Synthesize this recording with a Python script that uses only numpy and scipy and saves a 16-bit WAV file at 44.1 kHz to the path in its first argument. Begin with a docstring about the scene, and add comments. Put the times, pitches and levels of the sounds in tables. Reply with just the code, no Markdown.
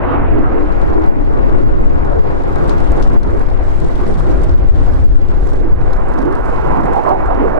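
"""A windy airfield: a twin-engine fighter flies a tight turn low overhead.
Its exhaust roar flutters and howls in the turbulent air, dulls in mid-turn, then swells to the right.
Wind buffets the two microphone ports: eddies rumble and thump, pressure steps crackle and ring
the port cavity. The hardest gusts make the limiter duck the roar."""
import sys
import numpy as np
from scipy import signal
from scipy.fft import rfft, irfft, next_fast_len
from scipy.io import wavfile
from scipy.ndimage import uniform_filter1d, minimum_filter1d

SR = 44100
rng = np.random.default_rng(int(sys.argv[2]) if len(sys.argv) > 2 else 0)


def output_pcm(signal):
    """Save a mono or channel-first signal as 16-bit PCM at the path in sys.argv[1].

    Samples are clipped to [-1, 1] before scaling.
    """
    pcm = np.clip(np.atleast_2d(signal).T, -1, 1) * 32767
    wavfile.write(sys.argv[1], SR, np.round(pcm).astype(np.int16))


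N = 334715
TIME = np.arange(N) / SR
FFT_SIZE = next_fast_len(N)
HZ = np.maximum(np.arange(FFT_SIZE // 2 + 1) * SR / FFT_SIZE, 1)
CAVITY_HZ, CAVITY_RING_S = 4150, .002

# Direction of the jet, before weighting by band. Each row: time in seconds, left over right in dB,
# phase between the ports in rad, left-right coherence from 0 to 1.
BEARING = [(0, -2, 1.9, 0.53), (.4, -3.5, 1.6, 0.28), (.7, 0, 0.76, 0.6), (1.8, 2, 0.56, 0.74),
           (3, -0.5, 0.78, 0.55), (3.7, -1.5, 0.48, 0.38), (4.4, -2, 0.91, 0.27), (5.1, -3.5, 0.65, 0.35),
           (5.8, -8.5, 1.38, 0.88), (6.5, -8, 1.28, 0.89), (7.1, -7.5, 1.3, 0.77), (7.59, -9.5, 1.32, 1)]


def from_db(db):
    """Decibels to gain."""
    return np.exp(np.asarray(db) * (np.log(10) / 20))


def unit_rms(x):
    """Scale to unit power."""
    return x / np.sqrt(np.mean(x ** 2) + 1e-20)


def in_time(rows):
    """One curve per column, sample by sample."""
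    times_s, *columns = np.transpose(rows)
    return [np.interp(TIME, times_s, c) for c in columns]


def at_hz(rows, hz):
    """Each column read on a log-frequency axis."""
    points_hz, *columns = np.transpose(rows)
    return [np.interp(np.log(hz), np.log(points_hz), c) for c in columns]


def colour(x, gain):
    """Filter by a gain per frequency."""
    return irfft(rfft(x, FFT_SIZE) * gain, FFT_SIZE)[..., :N]


def band_pass(x, low_hz, high_hz, order=2):
    """Butterworth band-pass."""
    sos = signal.butter(order, [low_hz, high_hz], "band", fs=SR, output="sos")
    return signal.sosfilt(sos, x + 1e-18)


def white():
    """Spectrum of white noise."""
    return rfft(rng.standard_normal(FFT_SIZE))


def drift(rate_hz):
    """Smooth random curve of unit RMS."""
    step, settle = 20, 4000
    pole = np.exp(-2 * np.pi * rate_hz * step / SR)
    noise = rng.standard_normal(N // step + settle + 2)
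    slow = signal.lfilter([1], [1, -2 * pole, pole * pole], noise)[settle:]
    return np.interp(np.arange(N) / step, np.arange(len(slow)), unit_rms(slow))


def pan(left_db):
    """Left and right gains of constant power."""
    gains = from_db(np.array([left_db, -left_db]).reshape(2, -1) / 2)
    return gains / np.sqrt(np.mean(gains ** 2, axis=0))


def steady(x, window_s):
    """Hold the running power at 1."""
    width = int(window_s * SR)
    power = uniform_filter1d(uniform_filter1d(np.mean(x ** 2, axis=0), width), width)
    return x / np.sqrt(np.abs(power) + 1e-20)


def exhaust(flutter_db=1.0, band_flutter_db=2.0, flutter_hz=9, rough_db=0.79, rough_hz=70):
    """Jet mixing noise; eddies on the way make it flutter as a whole and band by band."""
    # Mixing noise spectrum. Each row: frequency in Hz, relative density in dB.
    spectrum = [(100, -2), (190, -5), (290, 2), (400, 0), (560, -5), (820, -9), (1100, -13), (1500, -19),
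                (2000, -26), (2600, -33.5), (3300, -47), (3900, -54), (4500, -63), (8000, -74.5)]
    # Directivity of the ports. Each row: frequency in Hz, weights on BEARING's level, phase, coherence.
    ports = [(150, 0.035, -1, 0.48), (256, 1.04, -0.32, 1.265), (404, 1.25, -0.79, 1.06),
             (700, 0.57, 0.72, 0.9), (1230, 0.97, 1.48, 1.2), (2160, 0.025, 0.92, 0.75),
             (3500, -0.24, -0.92, 0.51)]
    # Roar through the turn. Each row: time in seconds, relative level in dB, rumble over roar in dB.
    turn = [(0, -19, 2), (0.15, -18.5, -1), (0.36, -21.5, 4.5), (.46, -19.5, 3.5), (.56, -21.5, 4.5),
            (.7, -20, 3.5), (0.88, -22, 5), (1.07, -18.5, 3), (1.115, -19, 4.5), (1.2, -24.5, 7),
            (1.5, -21.5, 7.5), (1.8, -24.5, 9), (2.1, -21, 5), (2.35, -21.5, 4.5), (2.7, -20.3, 4.5),
            (3.04, -20, 5.5), (3.2, -25.5, 9), (3.34, -23.5, 6), (3.65, -25.5, 3), (3.92, -25, 5),
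            (4.1, -22, 6), (4.21, -22, 2.5), (4.31, -23, 7), (4.7, -28.5, 6.5), (4.92, -25.5, 5),
            (5.03, -28.5, 6), (5.075, -34.5, 10), (5.15, -34.5, 10.5), (5.24, -30, 8.5), (5.35, -26, 6.5),
            (5.72, -27, 9), (5.92, -21.5, 1.5), (6.05, -22, 2), (6.25, -18.5, 1), (6.55, -18.5, 0),
            (6.78, -15.5, 0), (7.08, -16, -1.5), (7.2, -18, -1.5), (7.59, -16.5, -1)]
    left_db, phase_rad, coherence = in_time(BEARING)
    shape = from_db(at_hz(spectrum, HZ)[0])
    direct, scattered = white() * shape, white() * shape
    spectra = np.array([direct, 1j * direct, scattered])
    centres_hz = 110 * 2 ** (np.arange(12) / 2)
    band_index = np.interp(np.log(HZ), np.log(centres_hz), np.arange(len(centres_hz)))
    low_cut = np.minimum(HZ / centres_hz[0], 1) ** 2
    registers = np.zeros((3, 2, N))   # rumble, roar, rasp
    opening_edge_db = 4.5 * np.exp(-(TIME / .45) ** 2)   # brief tearing edge on the rasp
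    for k, hz in enumerate(centres_hz):
        band = np.sqrt(np.maximum(1 - np.abs(band_index - k), 0)) * low_cut
        right, quadrature, diffuse = irfft(spectra * band, FFT_SIZE)[:, :N]
        level_weight, phase_weight, coherence_weight = at_hz(ports, hz)
        alike = np.clip(coherence * coherence_weight, 0, 1)
        angle = phase_rad * phase_weight
        shifted = quadrature * np.sin(angle) - right * np.cos(angle)   # antiphase at zero angle
        left = alike * shifted + np.sqrt(1 - alike ** 2) * diffuse
        edge_db = opening_edge_db * np.exp(-(np.log2(hz / 3340) / .4) ** 2)
        gain = pan(left_db * level_weight) * from_db(band_flutter_db * drift(flutter_hz) + edge_db)
        registers[np.searchsorted([560, 1500], hz)] += np.array([left, right]) * gain
    level_db, depth_db = in_time(turn)
    swing_db = level_db - level_db.mean()
    roar_db = -25 + swing_db
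    rasp_db = -38.5 + 0.68 * swing_db + 2 * np.exp(-(TIME / 0.9) ** 2)   # extra rasp at first
    levels_db = roar_db + depth_db, roar_db, rasp_db
    roar = sum(steady(part, 0.062) * from_db(db) for part, db in zip(registers, levels_db))
    return roar * from_db(flutter_db * drift(flutter_hz) + rough_db * drift(rough_hz))


def buffeting(opposed=0.33, split_hz=55):
    """Big eddies press on one port while they suck at the other; small ones flutter on each alone."""
    # Wind on the ports. Each row: time in seconds, relative levels in dB of big and of small eddies.
    wind = [(0, -22, -20), (0.33, -6, -16), (0.7, -12, -25), (0.87, -6, -21), (1.02, -10, -23),
            (1.3, -8.5, -28), (1.55, -4.5, -20), (1.85, -4.5, -17), (2.07, -11, -15), (2.45, -12.5, -22),
            (2.92, -6.5, -16), (3.3, -9.5, -19), (3.65, -8, -20), (4.1, -9.5, -21), (4.5, -6, -13.5),
            (5.08, -4.5, -13.5), (5.4, -8, -20), (5.9, -7, -24), (6.05, -9, -29), (6.25, -14.5, -34),
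            (6.55, -11, -23), (7.1, -16.5, -29), (7.27, -12, -26), (7.59, -16, -32)]
    # Eddy spectrum. Each row: frequency in Hz, relative density in dB.
    spectrum = [(4, 10.5), (13, -5.5), (22, -3), (32, 0.5), (48, -12), (70, -15), (100, -19), (150, -27.5),
                (250, -41), (600, -69)]
    big_db, small_db = in_time(wind)
    shape = from_db(at_hz(spectrum, HZ)[0]) / (1 + (HZ / 700) ** 4) / (1 + (4 / HZ) ** 4)
    big_share = 1 / (1 + (HZ / split_hz) ** 6)
    left, other = irfft(np.array([white(), white()]) * shape * np.sqrt(big_share), FFT_SIZE)[:, :N]
    small = irfft(np.array([white(), white()]) * shape * np.sqrt(1 - big_share), FFT_SIZE)[:, :N]
    right = np.sqrt(1 - opposed ** 2) * other - opposed * left
    big = steady(np.array([left, right]), 0.043)
    small = steady(small * np.sqrt(1.6 + big ** 2), 0.19)   # strongest at the big eddies' crests
    pressure = big * from_db(big_db - 0.5) * pan(5.3) + small * from_db(small_db - 1) * pan(3.0)
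    return np.tanh(pressure)


def crackle(level_db, snaps_per_s=220, spread_db=4.0, snap_s=0.00023, clump_db=1.4, clump_hz=45):
    """Wind fizz of tiny uneven snaps, swelling in clumps; the top sizzle comes and goes."""
    # Fizz spectrum. Each row: frequency in Hz, relative density in dB.
    spectrum = [(2200, -6), (2750, 2.5), (3200, 4), (4100, 2), (5500, -2.7), (7000, -6.7), (8500, -9),
                (11000, -21), (15500, -28)]
    # Sizzle above 7.5 kHz. Each row: time in seconds, treble gain in dB.
    sizzle = [(0, -15), (.75, -2), (1.2, -2), (2.2, -2.5), (2.45, 1), (3.05, 3), (3.25, -2), (3.42, 3),
              (3.6, -2), (3.73, 7), (4, 1.5), (4.2, 5), (4.67, -2), (4.88, 4), (5.12, -4), (5.38, 0),
              (5.5, 8), (5.68, -5), (5.95, 3), (6.28, -1), (6.45, 8), (6.62, 1), (6.88, 7), (7.08, 5),
              (7.15, -2), (7.25, 4), (7.4, -1), (7.59, 3)]
    onsets = rng.random(N) < snaps_per_s / SR
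    sizes = onsets * from_db(spread_db * np.minimum(rng.exponential(1, N), 3))
    snaps = np.sqrt(signal.lfilter([1], [1, -np.exp(-1 / (snap_s * SR))], sizes ** 2 + 1e-18))
    fizz = rng.standard_normal((2, N)) * np.sqrt(1 + (from_db(-3.5) * unit_rms(snaps)) ** 2)
    fizz = fizz - 0.058 * fizz[::-1]   # ports slightly opposed
    fizz *= from_db(clump_db * drift(clump_hz))
    shape = from_db(at_hz(spectrum, HZ)[0])
    top = 1 / (1 + (7500 / HZ) ** 6)
    top_gain = from_db(in_time(sizzle)[0] + 2.2 * drift(rate_hz=12))
    fizz = colour(fizz, shape * (1 - top)) + colour(fizz, shape * top) * top_gain
    return unit_rms(fizz) * pan(3.5) * from_db(level_db)


def ticks(level_db, each_per_s=11):
    """Lone snaps stand out of the fizz: some dry and bright, some ringing in the port cavity."""
    onsets = rng.random((2, N)) < each_per_s / SR
    bright, ringing = onsets * (2 * rng.random((2, N)) - 1) * from_db(level_db) + 1e-18
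    bright = band_pass(bright, 4800, 14000, order=1)
    pole, step_rad = np.exp(-1 / (CAVITY_RING_S * SR)), 2 * np.pi * CAVITY_HZ / SR
    ringing = signal.lfilter([0, np.sin(step_rad)], [1, -2 * pole * np.cos(step_rad), pole ** 2], ringing)
    return (from_db(30) * bright + from_db(12) * ringing) * pan(3.6) * [[1], [-1]]


def howls(relative_width=0.31, phase_weight=0.66, coherence=0.72):
    """The air focuses a narrow band of the roar, which waxes and wanes from the jet's direction."""
    # Each row: centre in seconds, pitch in Hz, relative level in dB, Gaussian half length in seconds.
    swells = [(.13, 1110, -21, 0.04), (.15, 286, -17, 0.065), (.385, 306, -10.5, 0.037),
              (.46, 1250, -22, .022), (.55, 440, -18, .05), (0.621, 310, -15.5, 0.067),
              (.95, 420, -16.5, .04), (0.995, 325, -10.5, 0.042), (1.173, 286, -17, 0.055),
              (1.609, 330, -16, 0.023), (2.13, 620, -20, .04), (2.18, 450, -18, 0.05),
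              (2.62, 175, -20, .03), (2.7, 380, -21, .04), (3.338, 372, -18, 0.022), (3.8, 140, -22, .1),
              (3.84, 330, -16, 0.02), (4.099, 203, -18, .035), (4.11, 430, -19, .025),
              (4.22, 145, -20, .06), (4.3, 340, -17, 0.028), (4.8, 300, -21, .03), (5, 260, -24, .1),
              (5.648, 346, -17, 0.02), (5.8, 145, -23, .1), (6.223, 280, -15, 0.037),
              (6.27, 355, -15.5, 0.048), (6.74, 160, -21, .1), (6.76, 955, -18.5, 0.062),
              (6.83, 287, -18.5, 0.044), (6.9, 380, -17, .018), (6.975, 810, -11.5, 0.03),
              (7.085, 1020, -12.5, 0.026), (7.09, 660, -12, .026), (7.128, 760, -8, 0.025),
              (7.129, 375, -14.5, 0.037), (7.31, 760, -14.5, .025), (7.424, 286, -14, 0.038),
              (7.445, 440, -11.5, 0.027), (7.57, 590, -14, 0.032)]
    length = SR // 2
    age_s, hz = np.arange(length) / SR, np.arange(length) * SR / length
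    left_db, phase_rad, _ = in_time(BEARING)
    out = np.zeros((2, N + SR))
    for centre_s, pitch_hz, db, half_s in swells:
        centre = int(centre_s * SR)
        start = max(centre - length // 2, 0)
        envelope = np.exp(-((age_s + start / SR - centre_s) / half_s) ** 2 / 2)
        resonance = 1 / (1 + ((hz / pitch_hz - 1) / (relative_width / 2)) ** 2)
        howl = envelope * np.fft.ifft(resonance * np.fft.fft(rng.standard_normal((2, length))))
        power = np.sum(howl.real ** 2, axis=1, keepdims=True) / np.sum(envelope ** 2)
        right, scattered = howl / np.sqrt(power)
        shifted = -right * np.exp(-1j * phase_rad[centre] * phase_weight)
        left = coherence * shifted + np.sqrt(1 - coherence ** 2) * scattered
        out[:, start:start + length] += np.real([left, right]) * pan(left_db[centre]) * from_db(db - 1)
    return out[:, :N]


def cracks(split_hz=6300, ring_fade_db_per_s=1.3):
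    """Steep pressure steps spit, set the port cavity ringing and leave a duller rasp."""
    # Each row: start in seconds, relative level in dB, left over right in dB, treble trim in dB,
    # rasp decay in seconds.
    steps = [(0.387, -45, 5, 0, .003), (0.631, -42.5, 1, -2, .003), (0.7225, -40, 6, -2, .008),
             (0.816, -40, 3, -3, .007), (0.941, -42.5, 0, -1, .003), (0.997, -41, 4, 3, .002),
             (1.063, -42, 0, 0, .003), (1.0814, -40, 1.5, 1, .002), (1.2497, -44.5, 0, -2, .003),
             (1.3734, -43, 0, -2, .003), (1.495, -42.5, 2, -1, .003), (1.5884, -43, 1.5, -6, .003),
             (2.049, -38.5, 2, -1, .003), (2.3043, -39.5, 6, -3, .003), (2.436, -37, 3, -1, .003),
             (2.5585, -35, 4, 0, .003), (2.6805, -34.5, 7, 1, .002), (2.6943, -23.5, 11, -2, .015),
             (2.803, -33.5, 1, -2, .003), (2.9195, -38.5, 5, 10, .002), (3.025, -23, 7, -7, .018),
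             (3.1333, -37.5, 4, 0, .002), (3.1444, -39, 2, 0, .004), (3.2318, -28.5, -6, -7, .003),
             (3.3945, -37, 0, 1, .003), (3.8018, -34.5, 5, 3, .003), (4.077, -37, 4.5, 3, .006),
             (4.199, -36, 6, 3, .003), (4.436, -36, 7, 6.5, .003), (5.0433, -38.5, -9, 2, .002),
             (5.4994, -39, 4, 3, .008), (5.8143, -40, 4, -4, .002), (5.931, -32, 8, -4, .004),
             (5.935, -32, 0, -4, .002), (5.9659, -40, 3, -1, .002), (6.086, -42, 2, 5, .003),
             (6.1388, -34.5, 4, -2, .003), (6.1795, -38, 3, -1, .003), (6.188, -31.5, 5, -5, .005),
             (6.204, -39, 3, -2, .003), (6.2184, -37, 2, -3, .004), (6.2275, -38, 3, 0, .003),
             (6.2538, -38, 2.5, -2, .004), (6.3259, -35.5, 3.5, -3, .003), (6.354, -38, 1.5, 3, .003),
             (6.8572, -39.5, 2.5, 4, .002), (6.934, -37.5, 2.5, 3, .002), (7.0918, -30.5, -7, -4, .004),
             (7.26, -39, 2, 0, .003)]
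    age_s = TIME[:SR // 10]
    body, top, ring = np.zeros((3, 2, N))
    mean_db = np.mean(steps, axis=0)[1]
    for start_s, db, left_db, treble_db, rasp_s in steps:
        spit_s = 0.0017 + .00005 * (db - mean_db)   # louder cracks spit for longer
        spit, rasp, grain = rng.standard_normal((3, 2, len(age_s)))
        snap = from_db(-9) * spit * np.exp(-age_s / spit_s)
        snap[:, 0] += 1
        rasp = from_db(-17) * rasp * grain * np.exp(-age_s / rasp_s)
        ring_hz = CAVITY_HZ * (1 + .02 * rng.standard_normal())
        ring_db = mean_db + .55 * (db - mean_db) - ring_fade_db_per_s * start_s
        tone = np.sin(2 * np.pi * ring_hz * age_s) * np.exp(-age_s / CAVITY_RING_S)
        span = slice(int(start_s * SR), int(start_s * SR) + len(age_s))
        gain = from_db(db) * pan(left_db)
        body[:, span] += (snap + rasp) * gain
        top[:, span] += snap * gain * from_db(treble_db)
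        ring[:, span] += tone * pan(left_db) * from_db(ring_db)
    body = np.array([band_pass(body[0], 3000, split_hz, order=3),
                     band_pass(body[1], 2000, split_hz, order=3)])   # the right port cracks lower
    return from_db(11.5) * body + from_db(10.5) * band_pass(top, split_hz, 9600) + from_db(-3.5) * ring


def with_thumps(rumble, width_cycles=0.53, right_lag_rad=1.0):
    """A small eddy bursts on the ports and replaces the rumble with one quick push and pull."""
    # Each row: centre in seconds, pressure in dB, pitch in Hz, left over right in dB.
    thumps = [(.899, -9.5, 70, 4), (1.024, -11, 75, 2), (2.02, -8, 60, 9), (2.175, -8, 69.6, 5),
              (2.907, -2, 48, 4), (3.297, -8, 65, 7), (3.62, -8, 57.6, 5.5), (4.397, -6.5, 55, 6),
              (4.527, -3, 60, 1), (4.627, -3.5, 55.4, 7), (4.742, -3.5, 72, 10), (4.931, -8, 70, 7),
              (5.004, -4.5, 56, 5), (5.134, -4, 45, 8), (5.776, -7.5, 70, 5), (6.42, -12, 45, 5),
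              (6.62, -12, 50, 4), (7.27, -8.5, 45, 4)]
    out = rumble.copy()
    for centre_s, db, hz, left_db in thumps:
        near = np.abs(TIME - centre_s) < .06
        cycles = (TIME[near] - centre_s) * hz
        blend = np.exp(-(cycles / width_cycles) ** 2 / 2)
        push = np.sin([2 * np.pi * cycles, 2 * np.pi * cycles - right_lag_rad])
        out[:, near] += blend * (push * from_db(db) * pan(left_db) - out[:, near])
    return out


def with_gusts(rumble, width_s=.012):
    """A hard gust drives the rumble's current swing far out, in opposite senses at the two ports."""
    # Each row: centre in seconds, pressure in dB.
    gusts = [(1.092, 5.2), (1.87, -0.5), (2.207, 1.5), (3.085, 1.5), (3.182, 4.5), (4.553, 3), (4.7, 2.5),
             (5.055, 1.5), (5.165, 1.5), (5.733, 3)]
    blend, push = np.zeros((2, N))
    for centre_s, db in gusts:
        near = np.abs(TIME - centre_s) < .1
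        pulse = np.exp(-((TIME[near] - centre_s) / width_s) ** 2)
        blend[near] += pulse
        push[near] += np.sign(rumble[0, int(centre_s * SR)]) * from_db(db) * pulse
    return rumble * (1 - blend) + push * pan(3.0) * [[1], [-1]]


def scene():
    """The jet overhead, the wind at the microphone."""
    # Strength of crackle and ticks. Each row: time in seconds, relative level in dB.
    grit_levels = [(0, -67.5), (0.25, -63.5), (0.75, -51.5), (1.05, -52.5), (1.2, -55.5), (1.5, -52),
                   (1.8, -55), (2.75, -47.5), (3.05, -49), (3.55, -53.5), (3.78, -49), (4.1, -47),
                   (4.42, -49), (4.65, -52.5), (4.9, -48.5), (5.13, -55), (5.5, -50.5), (5.72, -56),
                   (5.92, -54.5), (6.3, -55.5), (6.68, -51.5), (6.95, -52.5), (7.59, -56.5)]
    grit_db, = in_time(grit_levels)
    rumble = with_gusts(with_thumps(buffeting()))
    grit = crackle(grit_db + .5) + ticks(grit_db) + cracks()
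    return exhaust() + howls() + rumble + grit


def record(dry, threshold=1.062, release_db_per_s=65, attack_s=0.005, stopband_hz=16400):
    """A limiter ducks both channels on every overload and recovers; a steep low-pass cuts the top."""
    over_db = 20 * np.log10(np.maximum(np.abs(dry).max(axis=0) / threshold, 1))
    held_db = np.maximum.accumulate(over_db + release_db_per_s * TIME) - release_db_per_s * TIME
    width = int(attack_s * SR)
    gain = uniform_filter1d(minimum_filter1d(from_db(-held_db), width), width) / threshold
    fade = np.clip(np.minimum(TIME, TIME[-1] - TIME) / .004, 0, 1)
    return signal.sosfilt(signal.cheby2(16, 60, stopband_hz, fs=SR, output="sos"), dry * gain * fade)


dry = scene()
out = record(dry)
output_pcm(out)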